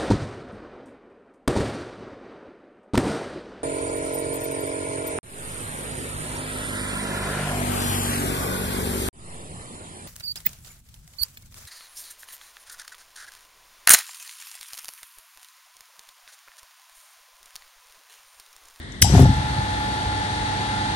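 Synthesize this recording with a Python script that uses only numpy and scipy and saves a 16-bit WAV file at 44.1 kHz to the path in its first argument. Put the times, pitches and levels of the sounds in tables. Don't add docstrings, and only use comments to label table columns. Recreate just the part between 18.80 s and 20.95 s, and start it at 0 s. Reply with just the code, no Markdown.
import sys
import numpy as np
from scipy import signal
from scipy.fft import rfft, irfft
from scipy.io import wavfile
from scipy.ndimage import uniform_filter1d

SR = 44100
rng = np.random.default_rng(int(sys.argv[2]) if len(sys.argv) > 2 else 0)


def ratio(d):
    e = np.asarray(d, float) / 20
    return 10 ** e


def store_wav(level_fs):
    pcm = np.round(np.clip(np.atleast_2d(level_fs), -1, 1) * 32767)
    wavfile.write(sys.argv[1], SR, pcm.T.astype(np.int16))


N = 94815
T = np.arange(N) / SR
HZ = np.arange(N // 2 + 1) * SR / N

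# frequency [Hz], level [dB], t60 [s].
HOUSING_MODES = [(1700, -10, .01), (2160, -2, .022), (3050, -4, .012), (3680, -5, .012), (4770, -6, .01),
                 (5500, -2, .012), (5950, 1, .016), (6550, -8, .008), (7580, -1, .014), (7910, -2, .012),
                 (8700, -4, .008), (9930, -3, .01), (10700, -6, .008), (11600, -11, .008)]
# start [s], level [dB], chatter length [ms], lowest frequency [Hz].
STRIKES = [
    (.1205, -33, 4.5, 1800),
    (.2168, -5, 2.2, 9500),
    (.2203, 6, 3.2, 1200),
    (.2243, 6, 3.8, 1200),
    (.401, -23, 4.5, 9000),
    (.4205, -18, 1.8, 3000),
    (.2435, -24, 3.5, 3000),
    (.355, -33, 12, 2500),
]
# frequency [Hz], level [dB], t60 [s].
BOARD_MODES = [(53.6, -12, 0.11), (70, -5, 0.19), (99.7, 2.5, 0.1), (126.9, -1, 0.2), (156.4, -3, 0.13),
               (205.2, -5, 0.077), (260.7, -7.5, 0.16), (308, -5.5, 0.0596), (391.4, -10, 0.088),
               (530, -11, 0.044), (711, -3, 0.054), (883, -7.5, 0.047), (1010, -5.5, 0.027)]
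# start [s], level [dB], push length [ms].
JOLTS = [(0.213, -14.5, 2.6), (0.228, -7.5, 3.5), (.243, -13.5, 0.55), (0.258, -13, 5.9),
         (.272, -17.5, 0.45), (0.296, -12, 2.2), (.322, -7.5, 1.8), (0.337, -3, 2.8), (.349, -7.5, 0.69),
         (.365, -1, 3.9), (.378, -5.5, 0.3), (0.393, -1.5, 1.5), (0.407, -3, 2.8), (0.423, -3.5, 1.64),
         (.433, -12, 2.7), (0.454, -5.5, 1.6), (0.472, -10.5, 7.5), (.49, -4.5, 4.5), (0.546, -35, 2.2),
         (0.574, -17.5, 5.3), (.6, -42.5, 13), (.638, -18, 2.7), (.7, -19, 4.5), (0.773, -17, 3.9)]
# start [s], level [dB].
RAIL_KNOCKS = [
    (.243, -18.5),
    (.27, -25),
]
# frequency [Hz], level [dB], t60 [s].
RAIL_MODES = [(810, -18, 0.067), (816, 8, 0.15), (903, 3.5, 0.17)]
# frequency [Hz], density [dB per Hz].
SHUDDER_SPECTRUM = [(300, -14.5), (700, 10), (2000, 1.5), (4500, -2), (7000, -9), (11500, -7.5),
                    (14000, -38)]
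SHAFT_ORDERS = [4, 5, 8, 11, 12, 27, 30, 34, 35, 38, 56, 70, 82, 130, 140.6, 178]
# level [dB], pan [dB].
TONES = [(-34.5, -2), (-40, -1), (-42, -4), (-47, -4), (-43, -9.5), (-54, 0), (-49, -3), (-30.5, -9.5),
         (-44, -21), (-48, -2), (-53, 0), (-40, 3.5), (-46, 1), (-57.5, 22), (-64.5, 15), (-46.5, -8)]
# frequency [Hz], density [dB per Hz].
FAN_SPECTRUM = [(24, -39), (40, 4.5), (107, -3.5), (579, -14), (854, -7), (1050, -16), (2500, -21.5),
                (3860, -21), (9400, -37.5), (12200, -69), (20700, -120)]
# frequency
# [Hz], width [Hz], lift [dB].
MOTOR_RUSH_LIFTS = [(820, 260, 1.5), (1395, 106, 8), (1790, 840, 6.5), (3650, 2030, 8.5), (8950, 1040, 15),
                    (10660, 770, 17), (3150, 140, -9.5)]
# frequency [Hz], density [dB per Hz].
SHOP_SPECTRUM = [(24, -33), (40, 2.5), (358, -11), (393, -15), (450, -19.5), (1770, -29.5), (2500, -39),
                 (3360, -27), (9400, -49.5), (12200, -79), (20700, -120)]
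# frequency [Hz],
# width [Hz], lift [dB].
SHOP_LIFTS = [(1960, 780, 18.5), (3800, 1800, 9.5), (8750, 1400, 20)]
# frequency [Hz], share of power common to both [ratio].
LIKENESS = [(60, 0.97), (250, 0.82), (600, 0.29), (1500, 0.36), (4000, 0.27), (9000, 0.12)]
# frequency [Hz], left over right [dB].
LEFT_LIFT = [(100, 2.1), (500, 5.5), (1700, 3.5), (3500, 4), (7000, 18.5), (11500, -11)]
# start [s], end [s].
WIDE_OPEN_S = [
    (.208, .254),
    (.39, .438),
]

START_S, RUN_UP_S, SHAFT_HZ = 0.222, 0.23, 24.98
MOTOR_PAN_DB, MOTOR_LAG_S = -1.24, 0.0003


def table(rows, hz):
    rows = np.array(rows, float)
    return np.interp(np.log(hz + 1), np.log(rows[:, 0] + 1), rows[:, 1])


def unit(x):
    return x / np.sqrt(np.mean(x ** 2))


def add(out, x, start_s):
    i = int(start_s * SR)
    out[i:i + len(x)] += x[:N - i]


def add_hit(out, hit, start_s, peak_db):
    add(out, ratio(peak_db) * hit / abs(hit).max(), start_s)


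def walk(rate_hz):
    hold = int(SR / rate_hz)
    steps = np.repeat(rng.standard_normal(100)[:N // hold + 1], hold)[:N]
    return 1.285 * uniform_filter1d(uniform_filter1d(steps, hold), hold)


def ports(x, pan_db, lag_s):
    late = irfft(rfft(x) * np.exp(-2j * np.pi * HZ * lag_s), N)
    return np.array([x * ratio(pan_db / 2), late * ratio(-pan_db / 2)])


def ring(modes, length_s, spread_db):
    t = T[:int(length_s * SR)]
    m = np.array(modes, float)
    hz, level_db, t60_s = m[:, :1], m[:, 1], m[:, 2:]
    gain = ratio(level_db + spread_db * rng.standard_normal(len(m))) * rng.choice([-1, 1], len(m))
    return gain @ (np.sin(2 * np.pi * hz * t) * np.exp(-np.log(1000) * t / t60_s))


def colour(rows, lifts):
    top_hz, fall_db_per_khz = 8540, 1.5
    broad = table(rows, np.minimum(HZ, top_hz))
    broad = broad - fall_db_per_khz * np.clip(HZ - top_hz, 0, None) / 1000
    return broad + sum(db / (1 + (2 * (HZ - hz) / width_hz) ** 2) for hz, width_hz, db in lifts)


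def rush(spectrum_db, pan_db, flicker_db):
    like = np.clip(table(LIKENESS, HZ), 0, 1)
    common = ports(rng.standard_normal(N), 0, MOTOR_LAG_S)
    own = rng.standard_normal((2, N))
    spec = ratio(spectrum_db) * (np.sqrt(like) * rfft(common) + np.sqrt(1 - like) * rfft(own))
    octave = np.log2(HZ + 1)
    total = np.zeros((2, N))
    for centre in range(4, 15):
        band = irfft(spec * np.clip(1 - abs(octave - centre), 0, 1), N)
        total += band * ratio(flicker_db * walk(9))
    return unit(total) * ratio(np.array([[pan_db], [-pan_db]]) / 2)


def contactor():
    chatter_per_s, crack_db, crack_decay_s, ring_share = 7000, 4, 0.0005, 0.7
    out = np.zeros(N)
    modes = np.array(HOUSING_MODES) * [1, 1, ring_share]
    t = T[:1000]
    for start_s, db, chatter_ms, low_hz in STRIKES:
        taps = rng.standard_normal(len(t)) * (rng.random(len(t)) < chatter_per_s / SR)
        taps = taps * np.exp(-(t / (chatter_ms / 1000)) ** 4)
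        taps[0] = 1
        crack = rng.standard_normal(300) * np.exp(-T[:300] / crack_decay_s) * ratio(crack_db)
        body = ring(modes, 0.05, 1)
        add(body, crack, 0)
        high_pass = signal.butter(4, low_hz, "high", fs=SR, output="sos")
        add_hit(out, signal.sosfilt(high_pass, signal.fftconvolve(taps, body)), start_s, db)
    return out


def board():
    rock_hz, rock_width_hz, rock_db, rock_t60_s = 67.2, 31, -19, 3.6
    out = np.zeros(N)
    for start_s, db, push_ms in JOLTS:
        push = np.hanning(max(int(push_ms * SR / 1000), 4))
        add_hit(out, signal.fftconvolve(push, ring(BOARD_MODES, 0.55, 3.9)), start_s, db)
    resonance = 1 + (2 * (HZ - rock_hz) / rock_width_hz) ** 2
    sway = unit(irfft(rfft(rng.standard_normal(N)) / resonance, N))
    since = T - START_S
    return out + sway * ratio(rock_db - 60 * since / rock_t60_s) * np.clip(since / RUN_UP_S, 0, 1)


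def rail():
    out = np.zeros(N)
    shove = np.hanning(200) * np.sin(2 * np.pi * 840 * T[:200])
    for start_s, db in RAIL_KNOCKS:
        add_hit(out, signal.fftconvolve(shove, ring(RAIL_MODES, 0.2, 1.5)), start_s, db)
    return out


def motor():
    sing_s, sing_rise_s, wander_db = 0.432, 0.02, 1.2
    rush_db, rush_rise_s, swell_db_per_s = -29, 0.056, 1
    turn = 2 * np.pi * SHAFT_HZ * T
    tones = np.zeros((2, N))
    for order, (db, pan_db) in zip(SHAFT_ORDERS, TONES):
        level = ratio(db + wander_db * walk(12))
        tone = level * np.sin(order * turn + rng.uniform(0, 2 * np.pi))
        tones += ports(tone, pan_db, MOTOR_LAG_S)
    tones = np.sqrt(2) * tones * np.clip((T - sing_s) / sing_rise_s, 0, 1)
    spin_up = 1 - np.exp(-np.clip(T - START_S, 0, None) / rush_rise_s)
    air = rush(colour(FAN_SPECTRUM, MOTOR_RUSH_LIFTS), MOTOR_PAN_DB, 0.27) * ratio(rush_db) * spin_up
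    return (tones + air) * ratio(swell_db_per_s * (T - 1.5))


def shudder():
    peak_s, width_s, level_db = 0.378, 0.063, -26.5
    strain = np.exp(-((T - peak_s) / width_s) ** 2)
    return rush(table(SHUDDER_SPECTRUM, HZ), 0.1, 2.0) * ratio(level_db) * strain


def room(x):
    t60_s, early_db, early_t60_s, rise_s = 0.8, 5, 0.12, 0.0037
    low_hz, top_hz = 2570, 11400
    t = T[:SR]
    fade = ratio(-60 * t / t60_s) + ratio(early_db - 60 * t / early_t60_s)
    tail = rng.standard_normal((2, SR)) * fade * np.clip(t / rise_s, 0, 1)
    tail = signal.sosfilt(signal.butter(2, [low_hz, top_hz], "band", fs=SR, output="sos"), tail)
    tail = tail / np.sqrt((tail ** 2).sum(axis=1, keepdims=True))
    return signal.fftconvolve(x[None], tail, axes=1)[:, :N]


def workshop():
    return rush(colour(SHOP_SPECTRUM, SHOP_LIFTS), -2.4, 0.27) * ratio(-36.5)


def scene():
    clack = contactor()
    strike = ports(clack, -2.5, 0.00007) + ratio(-10) * room(clack)
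    wood = ports(board(), -0.34, 0.00004) + ports(rail(), 4.9, MOTOR_LAG_S)
    return strike + wood + motor() + shudder() + workshop()


def microphones(dry):
    low_hz, top_hz, ceiling = 44.3, 13800, 1.0
    lift = ratio(table(LEFT_LIFT, HZ) / 2)
    ends = (1 + (low_hz / (HZ + 1)) ** 4) * (1 + (HZ / top_hz) ** 8)
    return np.clip(irfft(rfft(dry) * np.array([lift, 1 / lift]) / ends, N), -ceiling, ceiling)


def thin_treble(x):
    mid_top_hz, strip_low_hz, strip_top_hz, side_top_hz = 9700, 10950, 11650, 11250
    strip_ends_s = 1.28
    is_open = sum(1.0 * ((T > a) & (T < b)) for a, b in WIDE_OPEN_S)
    calm = x * (1 - uniform_filter1d(is_open, size=200))
    mid, side = rfft(calm[0] + calm[1]) / 2, rfft(calm[0] - calm[1]) / 2
    strip = irfft(mid * ((HZ > strip_low_hz) & (HZ < strip_top_hz)), N)
    lost_mid = irfft(mid * (HZ > mid_top_hz), N) - strip * np.clip((strip_ends_s - T) * 50, 0, 1)
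    lost_side = irfft(side * (HZ > side_top_hz), N)
    return x - np.array([lost_mid + lost_side, lost_mid - lost_side])


def band_limit(x):
    return signal.sosfilt(signal.butter(12, 20000, fs=SR, output="sos"), x)


def record(dry):
    mix = thin_treble(microphones(dry))
    return band_limit(mix)


dry = scene()
out = record(dry)
store_wav(out)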